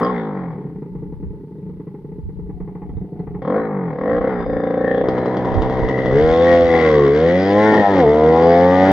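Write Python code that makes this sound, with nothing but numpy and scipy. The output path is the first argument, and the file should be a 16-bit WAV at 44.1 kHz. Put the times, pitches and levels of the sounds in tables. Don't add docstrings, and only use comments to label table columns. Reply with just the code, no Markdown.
import sys
import numpy as np
from scipy import signal
from scipy.fft import rfft, irfft, next_fast_len
from scipy.io import wavfile
from scipy.ndimage import uniform_filter1d, map_coordinates

SR = 44100
rng = np.random.default_rng(int(sys.argv[2]) if len(sys.argv) > 2 else 0)


def pcm_store(signal):
    levels = np.round(np.clip(np.atleast_2d(signal), -1, 1) * 32767)
    wavfile.write(sys.argv[1], SR, levels.astype(np.int16).T)


def gain_from_decibels(decibels):
    exponent = np.asarray(decibels, float) / 20
    return 10 ** exponent


N = 393372
T = np.arange(N) / SR


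def unit(x):
    return x / np.sqrt(np.mean(x ** 2) + 1e-20)


def even(x):
    power = uniform_filter1d(uniform_filter1d(x ** 2, size=2600), size=2600)
    return x / np.sqrt(abs(power) + 0.42 * np.mean(x ** 2, axis=-1, keepdims=True))


def along(points, hz):
    f, v = np.transpose(points)
    return np.interp(np.log(hz + 1), np.log(f + 1), v)


def curves(rows):
    s, *cols = np.transpose(rows)
    return [np.interp(T, s, c) for c in cols]


def during(start, end):
    return np.clip(np.minimum(T - start, end - T) / 0.0092, 0, 1)


def during_runs(runs):
    return sum(during(run[0][0], run[-1][0]) for run in runs)


def wobble(rate):
    return map_coordinates(rng.standard_normal(int(N * rate / SR) + 4), [T * rate])


def filtered(x, response):
    m = next_fast_len(N + SR // 2)
    return irfft(rfft(x, m) * response(np.fft.rfftfreq(m, 1 / SR)), m)[..., :N]


def ringing(x, modes, low_hz, high_hz, hollow=False):
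    sign = 1 if hollow else -1

    def response(f):
        peaks = sum(sign ** k * gain_from_decibels(db) * 1j * f * w / (c * c - f * f + 1j * f * w)
                    for k, (c, w, db) in enumerate(modes))
        low_cut = (1j * f / (low_hz + 1j * f)) ** 2
        return peaks * low_cut / (1 - (f / high_hz) ** 2 + 1j * f / high_hz) ** 2
    return filtered(x, response)


def without(x, share, band_hz, width_hz):
    return x - share * signal.lfilter(*signal.iirpeak(band_hz, band_hz / width_hz, SR), x)


def pulses(times, sizes):
    at = np.clip(times * SR, 0, N - 2)
    first, part = at.astype(int), at % 1
    return np.bincount(first, sizes * (1 - part), N) + np.bincount(first + 1, sizes * part, N)


def bursts(train, decay):
    return signal.lfilter([1], [1, -np.exp(-1 / (decay * SR))], train) * rng.standard_normal(N)


# t/s, crank f/Hz, level/dB, throttle/0-1
BLIPS = [
    [(0.012, 55.93, -17, 0), (0.058, 60.7, -19.5, 0.6), (0.104, 62.83, -24, 0), (0.23, 54.33, -27.5, 0.03),
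     (0.458, 43.5, -30.5, 0.1), (0.554, 37.47, -38, 0.01), (0.8, 31, -51, 0)],
    [(3.419, 30.34, -28, 0.5), (3.485, 41.87, -22, 0.6), (3.563, 53.8, -19, 0.7),
     (3.607, 56.75, -23.5, 0.5), (3.863, 43.22, -28.5, 0), (3.971, 33.88, -26.5, 0.6),
     (4.115, 58, -21, 0.8), (4.2, 61.4, -19.5, 0.6)],
    [(4.212, 65.1, -20.5, 0.6), (4.29, 66.9, -18.5, 0.7)],
    [(4.292, 63.9, -21, 0.1), (4.418, 57.47, -26, 0), (4.45, 57.9, -22.5, 0.05)],
    [(4.461, 56.4, -26.5, 0.82), (4.507, 57.36, -23.5, 0.7), (4.749, 57.65, -21.5, 0.7),
     (5.03, 60.73, -21, 0.85)],
]
# t/s, crank f/Hz, level/dB, throttle/0-1
SLIP = [(5.04, 62.8, -20.5, 0.83), (5.08, 63.04, -21, 0.32), (5.4, 62.56, -21.5, 0.11),
        (5.749, 64.04, -22.5, 0.15), (5.989, 64.8, -23, 0.44), (6.109, 64.5, -21.5, 0.72)]
SURGE = [(6.131, 67.6, -20, 0.63), (6.179, 73.2, -16, 1), (6.219, 77.37, -17, 0.7),
         (6.409, 84.14, -17.5, 0.3), (6.497, 86.34, -14, 0.37), (6.662, 84.5, -17.5, 0.28),
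         (6.779, 82.1, -15, 0.16), (7.01, 72.4, -18, 0.29), (7.075, 69.83, -15.5, 1)]
AGAIN = [(7.111, 71, -20.5, 1), (7.16, 75.16, -16.5, 0.54), (7.36, 91.06, -16.5, 0.097),
         (7.56, 102.9, -14.5, 0.69), (7.65, 107.8, -13.5, 0.55), (7.772, 106, -11.5, 0.25),
         (7.85, 100.1, -18.5, 0.68), (7.928, 97.85, -14, 0.39), (7.99, 90.2, -13, 0.38)]
GEAR = [(8.058, 72.94, -15.5, 0.29), (8.502, 85.2, -12.5, 0.18), (8.7, 90.3, -11.5, 0.23),
        (8.92, 96.3, -6, 0.23)]
RUNS = BLIPS + [SLIP + SURGE + AGAIN + GEAR]
IDLE_END_S, HELD_S, SLIP_S, BITE_S = BLIPS[1][0][0], BLIPS[4][0][0], SLIP[0][0], SLIP[-1][0]


def rider():
    hz, level_db, throttle = curves(sum(RUNS, []))
    return hz, level_db, np.clip(throttle, 0, 1)


def in_gear():
    return np.clip((T - BITE_S) / 0.066, 0, 1)


SHIFT_S = 7.858


def shifting():
    return np.clip((.046 - abs(T - SHIFT_S)) / 0.055, 0, 1)


def gaining(hz):
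    return uniform_filter1d(np.clip(np.gradient(hz) * SR / 68, .05, 1), size=900)


# t/s, crack level/dB
BANGS = [(4.4044, -44), (5.0858, -28), (5.1796, -36), (5.2579, -36), (5.3692, -32), (5.4475, -34),
         (5.5418, -31), (5.6201, -27), (5.6984, -33), (5.7932, -36), (5.8875, -30), (5.9798, -35),
         (6.0586, -30), (7.7444, -28)]


def kicks():
    s = np.transpose(BANGS)[0][1:-1]
    moments = np.ravel([s - .006, s + .006], "F")
    swing = np.tile([-1, 1], len(s))
    swing[-1] = 0
    return 1 + 0.032 * np.interp(T, moments, swing, left=0)


def crank(run):
    hz = np.interp(T, *np.transpose(run)[:2])
    return np.cumsum(hz * kicks() * ((T >= run[0][0]) & (T < run[-1][0]))) / SR


def crank_angle():
    return 2 * np.pi * sum(crank(run) * (T >= run[0][0]) * (T < run[-1][0]) for run in RUNS)


# t/s, ragged share/0-1
RAGGED = [
    (0, .05),
    (3.4, .04),
    (4.46, .025),
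    (5.04, .08),
    (6.15, .02),
    (7.72, .14),
    (7.82, .03),
    (7.9, .05),
    (8.07, .015),
]


def raggedness():
    s, share = np.transpose(RAGGED)
    steps = share[np.searchsorted(s, T, side="right") - 1]
    return uniform_filter1d(steps, size=2000) + .06 * (1 - rider()[2])


SECOND_DB = [0, 0, -11, -1, -12, 0]


def firings():
    ragged = raggedness()
    late = np.r_[-1, np.transpose(BANGS)[0]]
    train = np.zeros(N)
    for run, second_db in zip(RUNS, SECOND_DB):
        turns = crank(run)
        count = np.arange(int(turns[-1] + .5))
        s = np.interp(count, turns + 1e-9 * T, T) + (count == 0) * run[0][0]
        since = s - late[np.searchsorted(late, s + .006) - 1]
        luck = rng.standard_normal((len(s), 2)) * np.interp(s, T, ragged)[:, None]
        size_db = second_db * (count % 2) + 3 * np.exp(-abs(since) / .025) + 14 * luck[:, 1]
        train += pulses(s + .0011 * luck[:, 0], gain_from_decibels(size_db))
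    return train, ragged


# f/Hz, width/Hz, level/dB
PIPE = [(122, 100, -10), (196, 42, -3.5), (269.3, 32, 7.5), (303, 580, 0)]


def exhaust(gas, pipe_db):
    push, skipping = gas(PIPE, 58, 528), during(HELD_S, SLIP_S)
    steady = np.roll(push, -150)
    four_stroking = 0.61 * np.roll(push, 640) + 1.23 * np.roll(push, -170)
    receding_db = -4 * np.clip((T - ROAD_FROM_S) / 0.96, 0, 1)
    level = gain_from_decibels(pipe_db - 3.0 + receding_db - 16 * shifting())
    return level * ((1 - skipping) * steady + skipping * four_stroking)


# f/Hz, width/Hz, level/dB
INTAKE = [(426.6, 15, 1.5), (528.3, 29, 8.5), (550, 170, -7.5), (593, 350, -4)]
# f/Hz, width/Hz, level/dB
HONK = [(1080, 70, 0), (1350, 110, -8)]


def intake(gas, open_still, intake_db):
    breath = np.roll(gas([(514, 67, 6.5), (300, 190, -15.5)], 270, 830), 71)
    drawn = (1 - open_still) * gas(INTAKE, 150, 716) - open_still * gain_from_decibels(4.5) * breath
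    return gain_from_decibels(intake_db + 0.5) * drawn


# f/Hz, width/Hz, level/dB
BARK = [(600, 62, -34.5), (777.4, 25, 14.5), (871, 39, 12), (1105, 110, 5), (1462, 23, -5.5)]


def shell(gas, bark_db):
    bark = gas(BARK, 190, 1500)
    return gain_from_decibels(bark_db) * (.8 * np.roll(bark, 70) + .6 * np.roll(bark, 245))


def whine(hz, colour, orders):
    angle, coarse, lines = np.float32(crank_angle() % (2 * np.pi)), slice(0, N, 512), np.zeros(N)
    for k in orders:
        swell_db = 4 * np.interp(T[coarse], np.arange(64) / 7, rng.standard_normal(64))
        level = np.interp(T, T[coarse], gain_from_decibels(along(colour, k * hz[coarse]) + swell_db))
        lines += level * np.sin(k * angle + rng.uniform(0, 7.93))
    return even(lines) * during_runs(RUNS)


# f/Hz, level/dB per Hz
FINS = [(800, -3.5), (1200, -2), (1500, -4.5), (1950, 0), (2200, -6.5), (2600, -24), (3200, -63.5),
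        (5000, -120)]
# f/Hz, level/dB per Hz
SIZZLE = [(2000, -34.5), (2600, -6), (3300, 2), (4300, -9.5), (4950, -9), (6800, -22), (7700, -32),
          (9600, -87)]
# t/s, level/dB
NEAR = [(0, -19), (.5, -24), (3.4, -15.5), (3.7, -31), (4.1, -18.5), (5, -20.5), (6.2, -7.5), (7.7, -9),
        (8.92, -11)]


def cooling_fins(train, ragged, hz, puffs):
    knocks = np.roll(train, 110) - .8 * np.roll(train, 260) + .6 * np.roll(train, 395)
    clank, rasp = even(filtered(np.array([knocks, puffs]), lambda f: gain_from_decibels(along(FINS, f))))
    fins = gain_from_decibels(-2) * clank + gain_from_decibels(-3 - 4 * in_gear()) * rasp
    fins += gain_from_decibels(4 - 40 * ragged) * whine(hz, FINS, range(12, 34))
    sizzle = gain_from_decibels(curves(NEAR)[0]) * even(filtered(puffs, lambda f: gain_from_decibels(along(SIZZLE, f))))
    dulled = signal.lfilter(*signal.butter(4, 5200, fs=SR), sizzle)
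    return fins + sizzle + np.clip((4.76 - T) / .5, 0, 1) * (dulled - sizzle)


# middle t/s, half length t/s, f/Hz, width/Hz, level/dB
SINGING = [(0.08, 0.048, 1079, 61.6, -26), (0.186, 0.12, 3480, 600, -55), (0.046, 0.022, 4900, 300, -45.5),
           (0.051, .05, 3210, 410, -48), (0.165, 0.053, 2050, 200, -40.5), (.3, .2, 4870, 402, -83),
           (3.47, 0.046, 3280, 298, -60), (3.63, .05, 4000, 250, -66), (4.05, 0.13, 5050, 163, -75.5),
           (4.154, 0.19, 3120, 354, -63.5), (4.092, 0.09, 1870, 199, -39.5), (4.495, 0.26, 4910, 200, -67),
           (4.65, 0.38, 3570, 250, -59), (4.905, 0.14, 1808, 151.7, -32), (4.96, 0.12, 3320, 403, -49),
           (5.24, 0.11, 4070, 149, -58), (5.989, 0.25, 1960, 130, -34), (5.59, 0.49, 952, 195, -28.5),
           (5.595, 0.43, 785, 69.3, -36), (6.4, .13, 3530, 353, -43), (7.444, 0.098, 4900, 300, -44.5),
           (6.854, .15, 3330, 400, -47), (8.502, .2, 4800, 502, -48.5), (6.491, 0.051, 1895, 197, -26.5),
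           (6.815, 0.17, 2007, 217, -27), (6.979, 0.19, 1120, 146.5, -29.5),
           (7.356, 0.071, 2000, 145.9, -36.5), (7.659, .08, 1521, 52.07, -32),
           (7.664, 0.072, 2020, 117.3, -33), (7.758, 0.23, 1850, 123.4, -27.5)]


def singing(puffs):
    out = np.zeros(N)
    for s, half, ring_hz, width_hz, db in SINGING:
        span = slice(max(int((s - half) * SR), 0), int((s + half) * SR))
        band = signal.iirpeak(ring_hz, ring_hz / width_hz, SR)
        ring = signal.lfilter(*band, signal.lfilter(*band, puffs[span]))
        out[span] += gain_from_decibels(db) * unit(ring) * np.cos(np.pi / 2 * (T[span] - s) / half)
    return out


def without_orders(x, orders, start):
    at = int(start * SR)
    turn, part = np.exp(1j * crank_angle()[at:]), x[at:]
    found = sum(2 * (turn ** k * uniform_filter1d(part * turn ** -k, size=1500)).real for k in orders)
    return x - in_gear() * np.r_[np.zeros(at), found]


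ROAD_FROM_S = 8.3


def cancelled(body):
    still = during(-1, SLIP_S)
    body = without(body, in_gear() * (1 - shifting()), 647, 29)
    body = without(body, np.clip((T - ROAD_FROM_S) / 0.7, 0, 1), 360, 77)
    body = without(body, 0.77 * still, 353, 55)
    body = without(body, .8 * still, 625, 120)
    return without_orders(body, [2, *range(5, 14)], BITE_S)


# level/dB over the rider's, level/dB with full throttle,
# level/dB per doubling of speed, level/dB in gear
VOICES = [
    (3, 1.3, 2.5, -3),
    (-5, 10, 1, -5),
    (-6, -9.5, -0.5, -3.5),
    (-15, -3, -1.5, 1.5),
    (0, -9.5, 4.5, -28.5),
]
# f/Hz, level/dB
OVERRUN = [(250, -4), (450, 4), (650, -27), (850, -8), (1100, -13.5), (1500, -16.5), (2000, -41)]


def engine():
    hz, level_db, throttle = rider()
    pipe_db, intake_db, bark_db, fins_db, honk_db = [
        level_db + db + open_db * throttle + fast_db * np.log2(hz / 60) + gear_db * in_gear()
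        for db, open_db, fast_db, gear_db in VOICES]
    train, ragged = firings()
    drive, share = np.array([train, bursts(train, 0.034)]), np.sqrt([1 - ragged, ragged])

    def gas(*tube):
        return np.sum(share * even(ringing(drive, *tube)), axis=0)

    still = during(-1, SLIP_S)
    open_still = throttle * still
    body = exhaust(gas, pipe_db) + intake(gas, open_still, intake_db) - shell(gas, bark_db)
    body += gain_from_decibels(honk_db) * gaining(hz) * gas(HONK, 610, 1100)
    body += gain_from_decibels(level_db + 2.5) * (1 - throttle) * still * whine(hz, OVERRUN, range(5, 28))
    body = cancelled(body)

    drawing = np.where(T > SLIP_S, 0.47 + 0.71 * in_gear(), throttle)
    puffs = even(bursts(np.roll(train, 90), .0055)) * (.4 + .6 * drawing)
    puffs += (.8 - .5 * drawing) * rng.standard_normal(N)
    beat = signal.lfilter([1], [1, -np.exp(-1 / (0.0093 * SR))], np.roll(train, -60))
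    gate = 1 - .7 * open_still * (1 - even(uniform_filter1d(beat, size=60)))
    treble_db = fins_db + wobble(23) - 4.5 * during(SHIFT_S + .15, 10)
    treble = gain_from_decibels(treble_db) * gate * cooling_fins(train, ragged, hz, puffs)

    struck = 0.61 * unit(np.roll(train, 90)) + 0.39 * unit(bursts(train, .008))
    struck += 0.53 * rng.standard_normal(N)
    running = uniform_filter1d(1. * ((T < RUNS[0][-1][0]) | (T > IDLE_END_S)), size=200)
    return singing(struck) + running * (body + treble)


# order, level/dB over the rider's
REV = [(4, -8.5), (5, -3.5), (13, -10.5), (19, -20), (20, -21)]


def blip_orders(line):
    hz, level_db, throttle = rider()

    def hum(order, db):
        return line(order, level_db + db) / np.hypot(1, (order * hz - 156.5) / 29.5)

    shut = np.clip(1 - throttle / 0.63, 0, 1) * during_runs(BLIPS)
    rev = throttle * gaining(hz) * during_runs(BLIPS[:2])
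    return [shut * (hum(order=4, db=5.5) + hum(order=3, db=-4)),
            rev * sum(line(int(k), level_db + db) for k, db in REV)]


def slipping_orders(line):
    slipped = T - SLIP_S
    held = line(order=2, db=-36 + 9.5 * slipped) + line(order=7, db=-29 + 5.5 * slipped)
    return during(SLIP_S, SURGE[1][0]) * held


# t/s, orders above the seventh level/dB, second, fifth, sixth order level/dB
LOAD = [(6.1, 4, -21.5, -26.5, -12.5), (6.2, -3, -25.5, -31.5, -12.5), (6.5, 2.5, -27, -29, -12.5),
        (6.68, -4, -30.5, -32, -13), (6.78, 1, -25.5, -24, -15.5), (6.9, -7.5, -27, -30, -13.5),
        (7.02, -7.5, -22.5, -20, -15.5), (7.16, -10, -27, -27.5, -14.5), (7.36, -7, -20, -26, -15.5),
        (7.46, -2.5, -24, -20.5, -30), (7.58, 3.5, -20, -16, -22.5), (7.72, 4, -18, -24.5, -24.5),
        (7.9, 1, -21, -19.5, -23.5), (8.04, 3.5, -22.5, -26, -12), (8.15, 0.5, -30.5, -28.5, -14.5),
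        (8.3, 3.5, -23, -28, -11.5), (8.52, 2.5, -21.5, -17, -12.5), (8.92, 6, -21.5, -25, -17)]
# f/Hz, level/dB
BLOW = [(480, -22.5), (510, -22.5), (560, -24.5), (620, -37), (700, -24.5), (850, -29), (1150, -40.5),
        (1350, -44.5)]


def loaded_orders(line):
    hz = rider()[0]
    load_db, second_db, fifth_db, sixth_db = curves(LOAD)
    thump = line(order=1, db=-32) + line(order=2, db=second_db) + line(order=5, db=fifth_db)
    blow = 0
    for k in range(7, 14):
        skipped_db = -16 * (k == 11)
        blow = blow + line(k, along(BLOW, k * hz) + load_db * (k > 7) + skipped_db + 3.5 * wobble(8.3))
    return [in_gear() * (line(order=6, db=sixth_db) + (1 - shifting()) * thump),
            shifting() * (line(order=8, db=-15) + line(order=7, db=-18)),
            in_gear() * blow]


def crank_orders():
    angle = crank_angle()

    def line(order, db):
        return gain_from_decibels(db) * np.sin(order * angle + np.pi * 1.1)

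    parts = [*blip_orders(line), slipping_orders(line), *loaded_orders(line)]
    return sum(gain_from_decibels(3 + 1.5 * wobble(24)) * part for part in parts)


# f/Hz, t60/s
HILL = [(100, .45), (600, .4), (2000, .3), (8000, .2)]
# f/Hz, level/dB
WET = [(60, -14), (200, -20), (600, -22), (1000, -15), (1700, -8), (4000, -4), (8000, -10)]


def hillside(x):
    hz, t, z = signal.stft(rng.standard_normal((2, SR // 2)), SR, nperseg=256)
    tail = signal.istft(z * gain_from_decibels(-60 * t / along(HILL, hz)[:, None]), SR, nperseg=256)[1]
    delayed = np.pad(x, (300, 0))[None]
    far = signal.fftconvolve(delayed, tail / np.linalg.norm(tail[0]), axes=1)[:, :N]
    return filtered(far, lambda f: gain_from_decibels(along(WET, f)))


# t/s, peak level/dB
GUSTS = [(0, -54.5), (0.989, -47.5), (1.29, -41.5), (1.8, -51), (2.38, -42), (2.62, -47), (2.75, -46),
         (2.98, -43), (3.35, -46), (4.2, -46.5), (4.47, -41), (4.901, -47), (5.24, -46), (5.591, -35.5),
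         (5.841, -39), (6.14, -38.5), (6.3, -38), (6.679, -41), (8.9, -58.5)]


def gusts_db():
    lumps = [db + np.minimum(50.5 * (T - s), 118.5 * (s - T)) for s, db in GUSTS]
    return np.max(lumps + [-62 + 0 * T], axis=0)


# f/Hz, level/dB per Hz
GUST = [(15, -32.5), (35, -15), (70, -13), (130, -23), (220, -31.5), (400, -53.5), (600, -120)]
# f/Hz, level/dB per Hz
HISS = [(1800, -40), (2600, 5), (4500, 4), (6800, -7), (9000, -1), (12000, -1), (14400, -1)]
# t/s, level/dB
HISS_DB = [(0, -92), (.5, -73.5), (3.4, -73.5), (3.5, -86), (3.75, -78), (4.1, -86), (4.7, -104),
           (4.9, -124), (8.92, -124)]


def wind():
    noise = rng.standard_normal((4, N))
    lumps = gain_from_decibels(5.0 * np.array([wobble(7.5), wobble(14)]))
    buffet = unit(lumps * filtered(noise[:2], lambda f: gain_from_decibels(along(GUST, f))))
    hiss = unit(filtered(noise[2:], lambda f: gain_from_decibels(along(HISS, f))))
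    return gain_from_decibels(gusts_db() + 14.5) * buffet + gain_from_decibels(curves(HISS_DB)[0]) * hiss


# t/s, level/dB
PUFFS = [(.53, -32.5), (.66, -34.5), (.8, -38), (1.5, -38), (2.2, -40.5), (2.8, -38), (3.42, -34)]
# f/Hz, width/Hz, level/dB
SLOW_PIPE = [(180, 19, -3), (289, 69, -15.5), (407, 41, -4)]
# f/Hz, width/Hz, level/dB
SLOW_SHELL = [(872, 33, 8), (1200, 105, -33), (1927, 38, -16.5)]


def pumped_air(firing_s):
    idle_hz = 28
    marks = np.r_[firing_s[0] - 8 / idle_hz, firing_s, IDLE_END_S]
    turns = np.r_[0, np.cumsum(np.round(np.diff(marks) * idle_hz))]
    puff_s = np.interp(np.arange(turns[-1]), turns, marks)
    luck = rng.standard_normal((len(puff_s), 2))
    air = pulses(puff_s, gain_from_decibels(2 * luck[:, 0])) + pulses(puff_s + .009, gain_from_decibels(3 + 3 * luck[:, 1]))
    breath = unit(bursts(air, .02))
    air = unit(air) + 1.1 * breath
    pumped = unit(ringing(air, SLOW_PIPE, 28, 298, True))
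    pumped += gain_from_decibels(-24.5) * unit(ringing(breath + 0.15 * air, SLOW_SHELL, 480, 2400, True))
    cracked = np.clip((T - 2.42) / 0.1, 0, 1)
    pumped += gain_from_decibels(-21.5) * cracked * unit(ringing(air, [(727, 11, 0)], 600, 690))
    return gain_from_decibels(curves(PUFFS)[0]) * during(-1, IDLE_END_S + 0.016) * pumped


# t/s, peak level/dB, crack level/dB
IDLE = [(0.82, -10, -24.5), (0.949, -13, -26), (1.021, -12, -28), (1.122, -13.5, -25), (1.225, -14.5, -26),
        (1.331, -15.5, -45), (1.434, -16.5, -53), (1.509, -19, -85), (1.582, -15, -37), (1.691, -14, -29),
        (1.796, -14.5, -26), (1.868, -13.5, -25), (1.941, -14.5, -24), (2.044, -13.5, -32),
        (2.116, -16, -29), (2.182, -15, -33), (2.289, -17.5, -26), (2.389, -14, -29), (2.491, -16, -21.5),
        (2.601, -13.5, -22.5), (2.673, -16.5, -17), (2.75, -14, -20.5), (2.816, -17, -16), (2.89, -16, -22),
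        (2.967, -19, -20), (3.042, -16, -31), (3.12, -12, -54.5), (3.19, -15, -18.5), (3.269, -13.5, -17),
        (3.343, -14, -16.5)]


def idle():
    s, db, crack_db = np.transpose(IDLE)
    blow = pulses(s + 0.0012, 0.11 * gain_from_decibels(db)) - pulses(s, gain_from_decibels(db))
    thump = ringing(blow, [(149.0, 22.0, 8.0), (287, 770, -9), (461, 26, 3.0)], 78, 353)
    spread = uniform_filter1d(pulses(s + 0.00078, gain_from_decibels(db + crack_db)), size=300)
    crack_modes = [(833, 41, 12.5), (1120, 340, -7.5), (1960, 230, -13.5)]
    crack = ringing(bursts(spread, 0.019), crack_modes, 850, 2150)
    return pumped_air(s) + gain_from_decibels(35) * thump + gain_from_decibels(10.5) * crack


# t/s, f/Hz, peak level/dB
TICKS = [(.8257, 3620, -66), (1.125, 3900, -65), (1.583, 3760, -67), (1.693, 4100, -67), (1.80, 3630, -65),
         (2.349, 3900, -65), (2.7508, 3600, -68), (2.896, 3250, -59), (2.9698, 3650, -54),
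         (3.1184, 4250, -63), (3.1943, 4220, -56), (3.3464, 3530, -64)]


def ticks():
    out, t = np.zeros(N), T[:900]
    for s, ring_hz, db in TICKS:
        ring = gain_from_decibels(db - 60 * t / .016) * np.sin(2 * np.pi * ring_hz * t)
        out[int(s * SR):][:900] += ring * np.clip(t / .001, 0, 1)
    return out


def late_burns():
    s, db = np.transpose(BANGS)
    bright = filtered(bursts(pulses(s, gain_from_decibels(db)), 0.0066), lambda f: gain_from_decibels(along(SIZZLE, f)))
    thud_db = np.interp(s, T, rider()[1] - 7 * in_gear()) + 3 + .1 * (db + 33)
    thud = ringing(pulses(s, gain_from_decibels(thud_db)), [(300, 1200, 9), (670, 200, 9)], 60, 1000)
    return gain_from_decibels(5) * bright + gain_from_decibels(30) * thud


# f/Hz, left minus right level/dB
LEAN = [(100, 0), (600, .4), (1200, 4), (1860, 9), (2850, 2), (8000, 2)]
# f/Hz, left lead/rad
LEAD = [(560, 0), (860, .15), (1290, -.2), (1640, .7), (2100, -.8), (2800, -1.4), (4500, -1.1), (8000, 0)]


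def scene():
    bike = engine() + crank_orders() + idle() + ticks() + late_burns()

    def ports(f):
        half = gain_from_decibels(along(LEAN, f) / 2) * np.exp(.5j * along(LEAD, f))
        low_cut = f ** 4 / (f ** 4 + 34 ** 4)
        return np.array([half, 1 / half]) * low_cut

    return filtered(bike, ports) + hillside(bike) + wind()


def roll_off(x):
    return signal.sosfilt(signal.butter(12, 14500, fs=SR, output="sos"), x)


def record(dry):
    limited = dry / (1 + abs(dry) ** 8) ** (1 / 8)
    return roll_off(limited)


dry = scene()
out = record(dry)
pcm_store(out)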